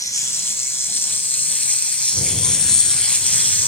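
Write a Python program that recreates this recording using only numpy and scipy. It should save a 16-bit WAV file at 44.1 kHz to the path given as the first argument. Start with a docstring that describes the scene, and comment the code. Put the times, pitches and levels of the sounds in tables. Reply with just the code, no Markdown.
"""A bright, buzzing sizzle: a hand-held cleaning laser burns rust off a steel part in a workshop.
The spot sweeps to and fro 130 times a second; every pass sets off a ping and a swarm of random pops.
The sizzle follows the rust under the beam; now and then a flake snaps off with a ping of its own.
Behind it, shaped noise makes the fan and sine tones the scanner's hum and whine.
The low mids swell, and later a draught rumbles on the microphone."""
import sys
import numpy as np
from scipy import signal
from scipy.fft import rfft, irfft, next_fast_len
from scipy.io import wavfile
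from scipy.ndimage import uniform_filter1d, map_coordinates

SR = 44100
rng = np.random.default_rng(int(sys.argv[2]) if len(sys.argv) > 2 else 0)


def log_audio(samples):
    """Write samples as a 16-bit WAV file to the path given in sys.argv[1]."""
    # one column per channel
    frames = np.atleast_2d(samples).T
    # limit to full scale, then quantise
    limited = np.clip(frames, -1, 1)
    pcm = np.round(limited * 32767).astype(np.int16)
    wavfile.write(sys.argv[1], SR, pcm)


N = 161847
SWEEP_HZ = 129.8  # one sweep = out and back = two passes
TOP_HZ = 15850  # band limit


def amp(db):
    """Decibels to gain."""
    return 10 ** (np.asarray(db) / 20)


def unit(x):
    """Scale to rms 1."""
    return x / np.sqrt(np.mean(x ** 2) + 1e-20)


def along(points, hz, axis=1):
    """One column of a table read on a log frequency axis."""
    table = np.asarray(points)
    return np.interp(np.log(hz + 1), np.log(table[:, 0] + 1), table[:, axis])


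def curve(rows):
    """(time [s], value) rows as one value per sample."""
    return np.interp(np.arange(N) / SR, *np.transpose(rows))


def wobble(rate_hz):
    """A smooth random curve with rate_hz knots a second."""
    knots = rng.standard_normal(int(N * rate_hz / SR) + 4)
    return map_coordinates(knots, [np.arange(N) * rate_hz / SR])


def filtered(x, response):
    """x times a complex response of frequency."""
    m = 2 * next_fast_len(N // 2 + SR // 4)
    hz = np.fft.rfftfreq(m, 1 / SR)
    return irfft(rfft(x, m) * response(hz), m)[..., :N]


def causal(db):
    """The minimum-phase response with this gain, by folding the cepstrum."""
    cepstrum = irfft(np.log(amp(db)))
    half = len(cepstrum) // 2
    cepstrum[1:half] *= 2
    cepstrum[half + 1:] = 0
    return np.exp(rfft(cepstrum))


def below(hz, edge_hz, order):
    """Gain of a smooth low-pass."""
    return 1 / (1 + (hz / edge_hz) ** order)


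# beam's bite into the rust: (time [s], level [dB])
RUST_BITE = [(0.0, -6), (0.12, -6.5), (0.16, -3), (0.32, -4.5), (0.36, -3), (0.44, -5), (0.48, -0.3),
             (0.56, -9), (0.6, -3.5), (0.89, -4), (0.97, 0), (1.01, -3.5), (1.13, -0.6), (1.21, -4),
             (1.25, -2), (1.49, -0.5), (1.61, -0.4), (1.73, 0), (1.77, -2), (1.84, -3), (1.9, -0.5),
             (1.98, -2), (2.06, 0.1), (2.18, -1.5), (2.3, 0.5), (2.34, -3.5), (2.5, -0.5), (2.54, 0.5),
             (2.58, -1.7), (2.74, 1.5), (2.86, -0.5), (2.9, 1.5), (2.98, 0.7), (3.15, 3), (3.19, -2.5),
             (3.31, 1.5), (3.67, 1)]
# lead of the left microphone: (time [s], lead [ms])
LEFT_LEAD = [(0, 0.06), (.15, 0.05), (.4, 0.0073), (.72, 0.011), (1.1, -0.0064), (1.6, -0.027),
             (2.1, -0.048), (2.75, -0.079), (3.1, -0.05), (3.4, -0.033), (3.67, -0.017)]
# phase of left port against right: (frequency [Hz], phase [rad])
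PORT_PHASE = [(500, -2.2), (1200, 2), (2000, 1), (3300, 1.12), (4000, 1.46), (4600, 3.5), (6000, 4),
              (7400, 5), (8900, 7.5), (10000, 4), (11500, 8.5)]
SIZZLE_DB = -18.5


def sizzle():
    """The burning spot reaches two microphones with a drifting delay and a port phase between them."""
    burning = amp(SIZZLE_DB + curve(RUST_BITE)) * ablation()
    source = shifting(burning + flakes())
    half_lead = curve(LEFT_LEAD) / 1000 * SR / 2  # samples
    pair = np.array([map_coordinates(source, [np.arange(N) + side * half_lead], order=5)
                     for side in (1, -1)])
    direct = filtered(pair, lambda hz: np.exp(.5j * np.outer([1, -1], along(PORT_PHASE, hz))))
    return microphones(workshop(direct, source))


# smoother fizz in the sizzle: (frequency [Hz], power share [0-1])
FIZZ_SHARE = [(1000, 0.54), (3000, 0.67), (5500, 0.29), (8400, 0.08), (11000, 0.5), (14000, 0)]
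PASS_DB, LOPSIDED_DB = 4.3, 1.7  # swing per pass; out against back
RIPPLE_DB = 1.2  # faster ripple, four times per sweep
PASS_SKEW_RAD, RIPPLE_SKEW_RAD = 1, 3.6
PASS_SPREAD_DB, FLUTTER_DB = 1.65, 1.0
CRACKLE_SPREAD_DB, FIZZ_SPREAD_DB = 3.5, -1.0
FIZZ_SWING = .8  # share of the sweep's swing in dB
PATCH_DB, PATCH_DRIFT_DB = 2, .5  # quick flicker, slow drift of colour
PING_DB = -14


def ablation():
    """A spiky crackle and a smoother fizz, both swelling twice per sweep, with a ping on every pass."""
    angle = 2 * np.pi * SWEEP_HZ * np.arange(N) / SR
    swing_db = PASS_DB * np.cos(2 * angle)
    swing_db += LOPSIDED_DB * (np.cos(angle + PASS_SKEW_RAD) + np.sin(3 * angle))
    swing_db -= RIPPLE_DB * np.cos(4 * angle + RIPPLE_SKEW_RAD)
    uneven_db = PASS_SPREAD_DB * wobble(2 * SWEEP_HZ) + FLUTTER_DB * wobble(40)
    crackle = unit(swarm(CRACKLE_SPREAD_DB) * amp(swing_db + uneven_db))
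    fizz = unit(swarm(FIZZ_SPREAD_DB) * amp(FIZZ_SWING * swing_db))
    both = filtered(crackle, lambda hz: np.sqrt(1 - along(FIZZ_SHARE, hz)))
    both += filtered(fizz, lambda hz: np.sqrt(along(FIZZ_SHARE, hz)))
    flickering = patchy(both, PATCH_DB, size=9)
    return patchy(flickering, PATCH_DRIFT_DB, size=45) + amp(PING_DB) * pings()


POPS_PER_S = 13000
MEMORY = 0.51  # carry-over from one sweep to the next
REPEAT_SHARE, REPEAT_HZ = 0.93, 3500  # power share of the repeating pops, mostly below this pitch


def swarm(spread_db):
    """Tiny pops of unequal size; each sweep crosses nearly the same rust, so the pattern partly repeats."""
    def pops():
        """Random-sign impulses at random moments."""
        struck = rng.random(N) < POPS_PER_S / SR
        sign = np.sign(rng.standard_normal(N))
        size_db = spread_db * np.clip(rng.standard_normal(N), -3, 2.8)
        return unit(struck * sign * amp(size_db))
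    period = round(SR / SWEEP_HZ)
    sweeps = np.pad(pops(), (0, -N % period)).reshape(-1, period)
    repeating = unit(signal.lfilter([1], [1, -MEMORY], sweeps, axis=0).ravel()[:N])
    share = lambda hz: REPEAT_SHARE * below(hz, REPEAT_HZ, order=2)
    fresh = filtered(pops(), lambda hz: np.sqrt(1 - share(hz)))
    return filtered(repeating, lambda hz: np.sqrt(share(hz))) + fresh


def patchy(x, depth_db, size):
    """x with random patches of gain, some hundred hertz wide and size frames long."""
    z = signal.stft(x, nperseg=512)[2]
    field = rng.standard_normal(z.shape)
    for _ in range(2):
        field = uniform_filter1d(field, size=5, axis=0)
        field = uniform_filter1d(field, size=size, axis=1)
    gain = unit(amp(depth_db * unit(field)))
    return signal.istft(z * gain, nperseg=512)[1][:N]


PING_S = .0016


def ping(t, hz):
    """A short, softly rounded burst of one pitch, starting at t = 0."""
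    envelope = np.sin(np.pi * np.clip(t / PING_S, 0, 1)) ** 2
    return envelope * np.sin(2 * np.pi * hz * t)


# main ring, gliding as the spot moves along the steel: (time [s], frequency [Hz])
RING_GLIDE = [(0, 5760), (.13, 6100), (.2, 7340), (.27, 7400), (.5, 7240), (.62, 7300), (.9, 7890),
              (1.15, 8390), (1.82, 8140), (2.1, 8520), (2.7, 8590), (3.3, 8230), (3.67, 8040)]
PING_SPREAD_DB, PING_LOPSIDED_DB = 5, 3.5  # spread of size; out against back
PING_SCATTER, PING_JITTER_S = .035, 0.0002496  # relative spread of pitch; spread of timing


def pings():
    """Every pass of the spot gives one ping near the main ring, each of its own size."""
    passes = 2 * SWEEP_HZ * np.arange(N) / SR + .5
    index = passes.astype(int)
    draws = np.clip(rng.standard_normal((index[-1] + 1, 3)), -2, 2)
    size, pitch, delay = draws[index].T
    t = (passes % 1 - .5) / (2 * SWEEP_HZ) + PING_S / 2 - PING_JITTER_S * delay
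    db = PING_SPREAD_DB * size + PING_LOPSIDED_DB * (-1.) ** index
    return unit(amp(db) * ping(t, curve(RING_GLIDE) * (1 + PING_SCATTER * pitch)))


# flakes snapping off, before room and microphones: (time [s], level [dB])
FLAKE_SNAPS = [(0.4843, -16), (0.866, -18), (0.9654, -12), (1.1837, -17), (1.2704, -19), (1.3273, -20),
               (1.6591, -18), (1.6963, -29), (1.8226, -9), (2.75, -14), (2.8035, -8), (2.8614, -14),
               (3.3807, -9.5), (3.6622, -27)]


def flakes():
    """Each flake leaves with one ping at the pitch of the main ring."""
    t = np.arange(N) / SR
    ring_hz = lambda s: np.interp(s, *np.transpose(RING_GLIDE))
    return sum(amp(db) * ping(t - s, ring_hz(s)) for s, db in FLAKE_SNAPS)


# mids within the sizzle: (time [s], level [dB])
MIDS_LEVEL = [(0, 3.5), (.16, 1.5), (1.13, -2.7), (1.45, -3.5), (1.5, -1.6), (1.94, -2), (2.5, 3),
              (2.82, 0.5), (3.2, 2.5), (3.67, -1.5)]
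# hiss near 6 kHz: (time [s], level [dB])
UPPER_MIDS_LEVEL = [(0, 0), (.5, -1.5), (1.3, -1), (1.9, -0.5), (2.06, 4), (2.25, -1.5), (2.7, -2.5),
                    (3, -2.5), (3.25, 1), (3.67, 1)]
# top treble: (time [s], level [dB])
TOP_TREBLE_LEVEL = [(0, 4), (.2, 1.5), (.5, 2.5), (.95, -1.5), (1.25, -1.7), (2.1, -1.5), (2.6, 6.5),
                    (3.05, 0), (3.67, -3.5)]
# hollow gliding above the main ring: (time [s], frequency [Hz])
HOLLOW_GLIDE = [(0, 9140), (.5, 9300), (.75, 10050), (1.1, 10840), (1.9, 11000), (2.3, 11500),
                (2.85, 11550), (3.3, 11100), (3.67, 10700)]
# passing lower rings: (peak time [s], half length [s], frequency [Hz], half width [Hz], level [dB])
PASSING_RINGS = [(1.79, 0.11, 2480, 190, 7.5), (3.33, 0.17, 3350, 100, 1.5), (3.1, 0.068, 2260, 320, 2.5)]
MIDS_HZ, TOP_TREBLE_HZ, AIR_HZ = 3930, 8250, 10100  # band edges
UPPER_MIDS_HZ, UPPER_MIDS_WIDTH_HZ = 5800, 580  # centre, half width
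RING_DB, RING_WIDTH_HZ, RING_REST_HZ = 5, 1830, 8526  # height, half width, usual place
HOLLOW_DB, HOLLOW_WIDTH_HZ = -7.5, 430


def shifting(source):
    """As the beam travels, ring and hollow glide, lower rings come and go, mids and treble rise and fall."""
    hz, t, z = signal.stft(source, SR, nperseg=256)
    hz = hz[:, None]
    at = lambda rows: np.interp(t, *np.transpose(rows))
    bell = lambda x, centre, width: np.exp(-.5 * ((x - centre) / width) ** 2)
    # moved ring minus resting ring: the resting one is already in the microphone colour
    ring = RING_DB * (bell(hz, at(RING_GLIDE), RING_WIDTH_HZ) - bell(hz, RING_REST_HZ, RING_WIDTH_HZ))
    lower = sum(db * bell(t, s, length) * bell(hz, centre, width)
                for s, length, centre, width, db in PASSING_RINGS)
    hollow = HOLLOW_DB * bell(hz, at(HOLLOW_GLIDE), HOLLOW_WIDTH_HZ)
    mids = at(MIDS_LEVEL) * below(hz, MIDS_HZ, order=30)
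    upper_mids = at(UPPER_MIDS_LEVEL) * bell(hz, UPPER_MIDS_HZ, UPPER_MIDS_WIDTH_HZ)
    treble_band = below(hz, AIR_HZ, order=30) - below(hz, TOP_TREBLE_HZ, order=30)
    treble = at(TOP_TREBLE_LEVEL) * treble_band
    gain = amp(ring + lower + hollow + mids + upper_mids + treble)
    return signal.istft(z * gain, nperseg=256)[1][:N]


# reverberation time: (frequency [Hz], T60 [s])
ROOM_T60 = [(200, 2), (2000, 1.05), (8000, 1.15), (15000, 1.27)]
# reverberation against direct sound: (frequency [Hz], level [dB])
ROOM_LEVEL = [(500, -9.5), (1500, -2.5), (3000, -4), (6000, -3.5), (8400, -4), (11000, -4.5), (14000, 6)]
EARLY_DB, EARLY_T60_S = -13, .06


def workshop(direct, source):
    """Early echoes off steel and floor, then the hall's tail: decaying noise convolved with the source."""
    hz, t, z = signal.stft(rng.standard_normal((2, SR // 2)), SR, nperseg=256)
    decay = amp(-60 * t / along(ROOM_T60, hz)[:, None])
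    tail = signal.istft(z * decay, SR, nperseg=256)[1]
    early_decay = amp(-60 * np.arange(tail.shape[1]) / SR / EARLY_T60_S)
    early = rng.standard_normal(tail.shape) * early_decay

    def answer(impulse):
        """Source through one stereo impulse response."""
        scaled = impulse / np.linalg.norm(impulse[0])
        return signal.fftconvolve(source[None], scaled, axes=1)[:, :N]
    wet = lambda hz: amp(along(ROOM_LEVEL, hz))
    mix = direct + amp(EARLY_DB) * answer(early) + filtered(answer(tail), wet)
    # hold the power of direct plus echoes
    return filtered(mix, lambda hz: 1 / np.sqrt(1 + wet(hz) ** 2 + amp(EARLY_DB) ** 2))


# sizzle colour at the microphones: (frequency [Hz], left level [dB], right level [dB])
MIC_COLOUR = [(500, -29.5, -30), (1280, -26.5, -30.5), (1440, -22, -25), (2300, -21.5, -20.5),
              (2640, -17.5, -18), (2895, -20.5, -21), (3420, -15, -12.5), (3970, -20.5, -20),
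              (4050, -13.5, -9.5), (4940, -14, -13), (4920, -15.5, -8), (5180, -13.5, -10.5),
              (5570, -7.5, -4.5), (6200, -8.5, -6), (6900, -5, -5.5), (7640, -6, -6.5), (8280, -3.5, -3.5),
              (8420, 0.5, -7), (8770, -1, -11), (8950, -6, -17.5), (9550, -6, -13), (10080, -14, -15),
              (11030, -15, -15), (11580, -19.5, -25.5), (12200, -25.5, -27), (14200, -23.5, -35),
              (15600, -26, -45)]


def microphones(pair):
    """Minimum-phase colour shared by both sides, ringing near 8 kHz, with more top treble on the left."""
    def colour(hz):
        """Response of both sides, scaled to rms 1."""
        db = np.array([along(MIC_COLOUR, hz, axis=1), along(MIC_COLOUR, hz, axis=2)])
        shared = db.mean(0)
        band = (1 - below(hz, 336, order=4)) * (hz < TOP_HZ)
        gain = causal(shared) * amp(db - shared) * band
        return gain / np.sqrt(np.mean(abs(gain) ** 2))
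    return filtered(pair, colour)


# left-right likeness of the low noises: (frequency [Hz], correlation [0-1])
LIKENESS = [(100, .99), (250, 0.95), (600, 0.92), (1500, 0.5)]


def rush(spectrum):
    """Stereo noise of rms 1, nearly mono in the bass: mid and side split by the likeness."""
    turn = lambda hz: np.arccos(np.clip(along(LIKENESS, hz), -1, 1)) / 2
    split = lambda hz: amp(along(spectrum, hz)) * [np.cos(turn(hz)), np.sin(turn(hz))]
    mid, side = filtered(rng.standard_normal((2, N)), split)
    return unit(np.array([mid + side, mid - side]))


# draught on the microphone: (time [s], level [dB])
DRAUGHT_LEVEL = [(0, -71), (2.07, -55.5), (2.12, -45.5), (2.19, -30), (2.3, -28), (2.37, -26.5),
                 (2.43, -32.5), (2.5, -28), (2.55, -33.5), (2.73, -33.5), (2.8, -40), (3.05, -39.5),
                 (3.1, -46.5), (3.2, -41), (3.35, -38.5), (3.67, -38)]
# its colour: (frequency [Hz], relative level [dB per Hz])
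DRAUGHT_COLOUR = [(15, -46), (25, -37), (87, 0.5), (102, 1), (135, -2.5), (173, -1), (240, -13.5),
                  (345, -13.5), (502, -15.5), (580, -22), (680, -20.5), (900, -29.5), (1170, -30),
                  (1980, -120)]
BUFFET_DB = 1.2


def draught():
    """Moving air buffets the microphone: low noise with a wavering level."""
    return amp(curve(DRAUGHT_LEVEL) + BUFFET_DB * wobble(20)) * rush(DRAUGHT_COLOUR)


# low-mid swells, the later one as the draught arrives: (time [s], level [dB])
SWELL_LEVEL = [(.8, -66), (.89, -47), (1.02, -54), (1.25, -60), (1.53, -63), (1.7, -83), (2.1, -60),
               (2.14, -53), (2.25, -56), (2.45, -46), (2.7, -60)]
# their colour: (frequency [Hz], relative level [dB per Hz])
SWELL_SPECTRUM = [(120, -4), (220, 8), (330, 1.5), (520, -2), (800, 1), (1100, -44), (2000, -70)]


def swell():
    """Low-mid noise swells softly and briefly."""
    return amp(curve(SWELL_LEVEL)) * rush(SWELL_SPECTRUM)


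# fan: (time [s], level [dB])
FAN_CURVE = [(0, -53), (.22, -50), (.32, -48), (.9, -56), (1.15, -45.5), (1.3, -54.5), (1.5, -46),
             (1.7, -52), (2.05, -55.5), (3.67, -54)]
# fan colour: (frequency [Hz], relative level [dB per Hz])
FAN_COLOUR = [(15, -54), (25, -20), (70, -22), (124, -0.5), (157, -8), (204, -3), (286, -19.5),
              (507, -12.5), (556, -16), (844, -33.5), (1000, -16.5), (1300, -21.5), (2200, -120)]
# scanner hum: (multiple of the sweep rate, level [dB])
HUM_TONES = [(1, -56.5), (4, -67.5)]
# scanner whine: (time [s], level [dB])
WHINE_LEVEL = [(0, -68), (2.05, -66), (2.12, -54), (2.22, -62), (2.37, -62), (2.44, -48.5), (2.53, -57),
               (2.72, -51), (2.9, -66), (3.15, -59.5), (3.35, -68), (3.67, -53)]
WHINE_ORDER = 8  # multiple of the sweep rate
HUM_WAVER_DB, HUM_DRIFT_RAD = 3, 1


def machine():
    """The cooling fan as coloured noise; the scanner's hum and whine as wavering sweep harmonics."""
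    angle = 2 * np.pi * SWEEP_HZ * np.arange(N) / SR

    def tone(order, db):
        """One harmonic with wavering level and phase."""
        level = amp(db + HUM_WAVER_DB * wobble(23.5))
        return level * np.sqrt(2) * np.sin(order * angle + HUM_DRIFT_RAD * wobble(20))
    hum = sum(tone(order, db) for order, db in HUM_TONES)
    whine = tone(WHINE_ORDER, curve(WHINE_LEVEL))
    fan = amp(curve(FAN_CURVE) + wobble(5.8)) * rush(FAN_COLOUR)
    return fan + hum + whine


def scene():
    """Sizzle, machine, low-mid swells and draught together."""
    return sizzle() + machine() + swell() + draught()


def record(dry):
    """Round off the highest peaks, then cut all above the band limit."""
    held = dry / (1 + np.abs(dry / .85) ** 8) ** (1 / 8)
    return filtered(held, lambda hz: hz < TOP_HZ)


dry = scene()
out = record(dry)
log_audio(out)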